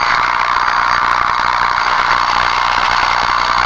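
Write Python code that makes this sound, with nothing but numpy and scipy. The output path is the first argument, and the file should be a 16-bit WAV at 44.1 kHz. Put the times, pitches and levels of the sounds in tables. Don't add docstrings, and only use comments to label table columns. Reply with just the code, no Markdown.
import sys
import numpy as np
from scipy import signal
from scipy.fft import rfft, irfft, next_fast_len
from scipy.io import wavfile
from scipy.ndimage import uniform_filter1d, minimum_filter1d, map_coordinates

SR = 44100
rng = np.random.default_rng(int(sys.argv[2]) if len(sys.argv) > 2 else 0)


def gain_from_decibels(decibels):
    exponent = np.asarray(decibels, float) / 20
    return 10 ** exponent


def int16_out(signal):
    q = np.round(np.clip(np.atleast_2d(signal).T, -1, 1) * 32767)
    wavfile.write(sys.argv[1], SR, q.astype(np.int16))


N = 160965
MAINS_HZ = 60.0

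# pitch_hz, rms_level_db
CORE_TONES = [(659, -42), (720, -42.5), (838, -36.5), (957, -27.5), (1076, -28), (1116, -38.5),
              (1178, -26.5)]
# time_s, pitch_hz, level_db
WHISTLE_COURSE = [(0, 4615, -35.5), (.15, 4626, -35), (.2, 4640, -48.5), (.55, 4590, -46), (.62, 4660, -42),
                  (.95, 4640, -39.5), (1.0, 4640, -49.5), (1.75, 4595, -44), (1.85, 4612, -37),
                  (2.09, 4544, -44.5), (2.12, 4578, -31.5), (2.21, 4517, -29.5), (2.25, 4533, -35),
                  (2.31, 4545, -29.5), (2.62, 4540, -32.5), (2.72, 4526, -39.5), (2.82, 4506, -28.5),
                  (3.65, 4556, -31)]
# time_s, level_db, burst_length_ms, other_half_cycle_db, brightness_db
ARC_COURSE = [(0, -17, 5, -9, 5.5), (.17, -16.5, 4.6, 1.5, 7.5), (.22, -15.5, 5.2, -13, 0.3),
              (.65, -15.5, 6.2, -18.5, 1), (1.0, -14, 4.6, -16, 0), (1.75, -15, 5.48, -17, 6),
              (1.85, -14.5, 6.76, -9.5, -0.4), (2.12, -15, 5.5, -8, 0.3), (2.17, -14, 5.1, -20, -1.2),
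              (2.4, -13, 6.3, -15.5, -7), (3.05, -14, 6.3, -10, 0), (3.12, -14, 6.3, -12, -2),
              (3.65, -13.5, 6.3, -19.5, 4.5)]
# time_s, peak_db
STRONG_SPARKS = [(0.195, -6.5), (0.413, 2.5), (0.482, -2), (0.564, 14), (0.68, -6), (0.793, 3.5),
                 (0.929, -5), (1.078, -3), (1.11, -7.5), (1.211, 6.5), (1.247, -6.5), (1.296, 9),
                 (1.394, -5), (1.544, -4.5), (1.629, 10.5), (1.811, -2), (1.911, -1.5), (2.229, -9),
                 (2.697, 22), (2.912, 16.5), (3.064, 13.5), (3.233, 11.5)]
# frequency_hz, gain_db
BODY_COLOUR = [(60, -30.5), (500, -23), (750, -11.5), (1050, 4.3), (1500, -6), (1900, -6), (2500, -26),
               (5500, -20)]
# time_s, level_db
UPPER_HOLLOW = [
    (0, -14.5),
    (.45, -15),
    (.6, -10),
    (1.2, -14),
    (1.4, -15.5),
    (2.1, -14),
    (2.3, -17.5),
    (3.65, -16),
]
# frequency_hz, gain_db
SNAP_COLOUR = [(1500, -24), (2400, -1), (3400, -0.5), (3700, 1), (4000, 2), (4350, -2.8), (4800, -9),
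               (5600, -4)]
# time_s, added_fullness_db, ring_db
HAND_COURSE = [
    (0, -15, -2),
    (.2, -41, -11),
    (.45, -30, -10.5),
    (.55, -35.5, -15.5),
    (1.7, -30, -11),
    (1.9, -10.5, -10.5),
    (2.7, -4, -11.5),
    (3.65, -9, -9.5),
]
# frequency_hz, gain_db
HAND_COLOUR = [(450, -31), (700, -9), (900, 3.5), (1200, -24), (2000, -11), (2600, -5.5), (3400, -12),
               (4000, -11.5)]
# delay_s, level_db
WALL_ECHOES = [
    (.0031, -27),
    (.0068, -21.5),
    (.0097, -19),
    (0.0143, -12),
]
# centre_hz, width_hz, level_db
ROOM_MODES = [(944, 75, -7.5), (1148, 31, -10), (1393, 62, -2), (1480, 44, -11), (1512, 74, -8)]
# frequency_hz, gain_db
OUTPUT_SMOOTHING = [(3000, 1.83), (4600, 0.5), (5500, -5.5), (6450, -13), (7700, -27.5), (8900, -46.5),
                    (10000, -56.5), (11000, -85)]
OVERSHOOT_TIMES = [.930, 1.115, 3.232]
OVERSHOOT_LEVELS = [2.2, 2.6, 1.3]

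STRIKE_S, STRIKE_JITTER_S = 0.0121, 0.0004
OTHER_S, OTHER_LONG = 0.0085, 1.3


def unit(x):
    return x / np.sqrt(np.mean(x ** 2) + 1e-20)


def along(points, hz):
    f, v = np.transpose(points)
    return np.interp(np.log(hz + 1), np.log(f + 1), v)


def curves(rows):
    s, *columns = np.transpose(rows)
    return [np.interp(np.arange(N) / SR, s, column) for column in columns]


def wobble(rate):
    knots = rng.standard_normal(N // 20)
    return map_coordinates(knots, [np.arange(N) * rate / SR])


def filtered(x, response):
    m = next_fast_len(N + SR // 2)
    return irfft(rfft(x, m) * response(np.fft.rfftfreq(m, 1 / SR)), m)[:N]


def causal(points):
    def response(hz):
        cepstrum = irfft(np.log(gain_from_decibels(along(points, hz))))
        cepstrum[1:len(hz) - 1] *= 2
        cepstrum[len(hz):] = 0
        return np.exp(rfft(cepstrum))
    return response


def resonance(centre_hz, width_hz):
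    return lambda f: 1j * f * width_hz / (centre_hz ** 2 - f * f + 1j * f * width_hz)


def room(x):
    t = np.arange(SR // 3) / SR
    t60_s, tail_db = 0.1, -24
    tail = rng.standard_normal(len(t)) * gain_from_decibels(-60 * t / t60_s) * (t > .004)

    def early(f):
        echoes = sum(gain_from_decibels(db) * np.exp(-2j * np.pi * f * s) for s, db in WALL_ECHOES)
        modes = sum(gain_from_decibels(db) * resonance(c, w)(f) for c, w, db in ROOM_MODES)
        return 1 + echoes + modes

    diffuse = signal.fftconvolve(x, tail / np.linalg.norm(tail))[:N]
    return filtered(x, early) + gain_from_decibels(tail_db) * diffuse


def core_buzz():
    t = np.arange(N) / SR
    sway_db, sway_rad = 3, 1.31
    throb = 1 + 0.41 * np.cos(4 * np.pi * MAINS_HZ * (t - .015))
    tones = 0
    for hz, db in CORE_TONES:
        level = np.sqrt(2) * gain_from_decibels(db - 2.5 + sway_db * wobble(9))
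        tones = tones + level * np.sin(2 * np.pi * hz * t + sway_rad * wobble(12))
    return throb * tones


def since_strike(delay_s):
    jitter = STRIKE_JITTER_S * rng.standard_normal(N // 100)
    turns = (np.arange(N) / SR - delay_s) * MAINS_HZ + 2
    cycle = turns.astype(int)
    return cycle, (turns - cycle) / MAINS_HZ - jitter[cycle]


def whistle():
    hz, level_db = curves(WHISTLE_COURSE)
    lag_s, lowest_t60_s, wander_hz = 0.0025, 0.019, 24.3
    cycle, age = since_strike(STRIKE_S + lag_s)
    age = np.abs(age)
    t60_s = lowest_t60_s * np.exp((hz - hz.min()) / 110)
    cycle_db = 2.7 * rng.standard_normal(N // 100)[cycle]
    decay = gain_from_decibels(-60 * age / t60_s + 1.5 * wobble(14) + cycle_db)
    onset = 1 - np.exp(-age / 0.0018)
    phase = 2 * np.pi * np.cumsum(hz + wander_hz * wobble(110)) / SR
    return gain_from_decibels(level_db + 2.5) * unit(decay * onset * np.sin(phase))


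def strong_sparks():
    t = np.arange(N) / SR
    spark_s, lull_s, lull_depth, most_extra = .002, .006, .5, .8

    def bump(s, width_s):
        return np.exp(-((t - s) / width_s) ** 2)

    extra = lull = 0
    for s, db in STRONG_SPARKS:
        extra = extra + np.minimum(gain_from_decibels(.6 * db - 3), most_extra) * bump(s + spark_s, spark_s)
        lull = lull + bump(s - lull_s, lull_s / 2)
    return 1 + extra, 1 - lull_depth * lull


def burst(delay_s, length_s):
    sparks_per_s, size_db, cycle_db, first_db = 3500, 2.5, 1.96, 4.5
    cycle, age = since_strike(delay_s)
    draw = rng.random(N)
    size = gain_from_decibels(size_db * rng.standard_normal(N)) * np.sign(rng.standard_normal(N))
    skewed_age = np.clip(age / length_s, 0, 1) ** 1.5
    arch = np.sqrt(np.abs(np.sin(np.pi * skewed_age))) * (age < length_s)
    first = gain_from_decibels(first_db) * ((age >= 0) & (age < 1 / SR))
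    sparks = arch * size * (draw < sparks_per_s / SR) - first
    heard = filtered(sparks, causal(BODY_COLOUR)) ** 2 * (age < length_s + .001)
    charge = np.bincount(cycle, heard, N // 100) + heard.mean()
    evenness = .9
    cycle_gain = gain_from_decibels(cycle_db * rng.standard_normal(N // 100)) * charge ** (-evenness / 2)
    return cycle_gain[cycle] * sparks


def arc():
    level_db, length_ms, other_db, bright_db = curves(ARC_COURSE)
    near_db, ring_db = curves(HAND_COURSE)
    upper_db, = curves(UPPER_HOLLOW)
    extra, lull = strong_sparks()

    main = unit(burst(STRIKE_S, length_ms / 1000)) * extra
    other = unit(burst(STRIKE_S + OTHER_S, OTHER_LONG * length_ms / 1000))
    other = gain_from_decibels(other_db + 3.3 * wobble(25.15)) * other
    corona_db = -19 + .5 * other_db + 5 + 4.1 * wobble(40)
    corona = gain_from_decibels(corona_db) * rng.standard_normal(N)

    discharge = main + other + corona
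    body = gain_from_decibels(level_db) * unit(filtered(discharge, causal(BODY_COLOUR)))
    upper = unit(filtered(discharge, resonance(1410, 250)))
    body = body + gain_from_decibels(level_db + upper_db) * upper

    sharp = main + gain_from_decibels(-26.5) * other + gain_from_decibels(12.5) * corona
    ring = gain_from_decibels(ring_db) * unit(filtered(sharp, resonance(2085, 170)))
    snap = gain_from_decibels(bright_db - 15) * unit(filtered(sharp, causal(SNAP_COLOUR)))
    near = gain_from_decibels(near_db - 2) * unit(filtered(sharp, causal(HAND_COLOUR)))
    return lull * body, lull * gain_from_decibels(level_db) * (snap + ring + near)


def scene():
    body, snap = arc()
    return (gain_from_decibels(-3.0) * room(body) + snap + whistle() + core_buzz())[None]


def roll_off(x):
    return signal.sosfilt(signal.butter(12, 15800, fs=SR, output="sos"), x)


def record(dry):
    gain_s, squeeze = 0.0091, 0.25
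    power = np.abs(filtered(dry[0] ** 2, lambda f: 1 / (1 + 2j * np.pi * f * gain_s))) + 0.0026
    x = dry[0] * (power / power.mean()) ** (-squeeze / 2)

    x = x + 0.24 * filtered(x ** 2, lambda f: 1 / (1 + 1j * f / 900))
    top, knee = .95, 5
    x = x / (1 + np.abs(x / top) ** knee) ** (1 / knee)

    step = 4
    x = filtered(x, lambda f: f < SR / step / 2) * (np.arange(N) % step == 0) * step
    x = filtered(x, lambda f: gain_from_decibels(along(OUTPUT_SMOOTHING, f)))

    ceiling = .9
    hold = minimum_filter1d(ceiling / np.maximum(np.abs(x), ceiling), size=260)
    hold = uniform_filter1d(uniform_filter1d(hold, size=120), size=120)
    t = np.arange(N) / SR
    overshoot_db = sum(db * np.exp(-((t - s) / .004) ** 2) for s, db in zip(OVERSHOOT_TIMES, OVERSHOOT_LEVELS))
    x = np.clip(x * hold * gain_from_decibels(overshoot_db), -1, 1)
    return roll_off(x[None])


dry = scene()
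out = record(dry)
int16_out(out)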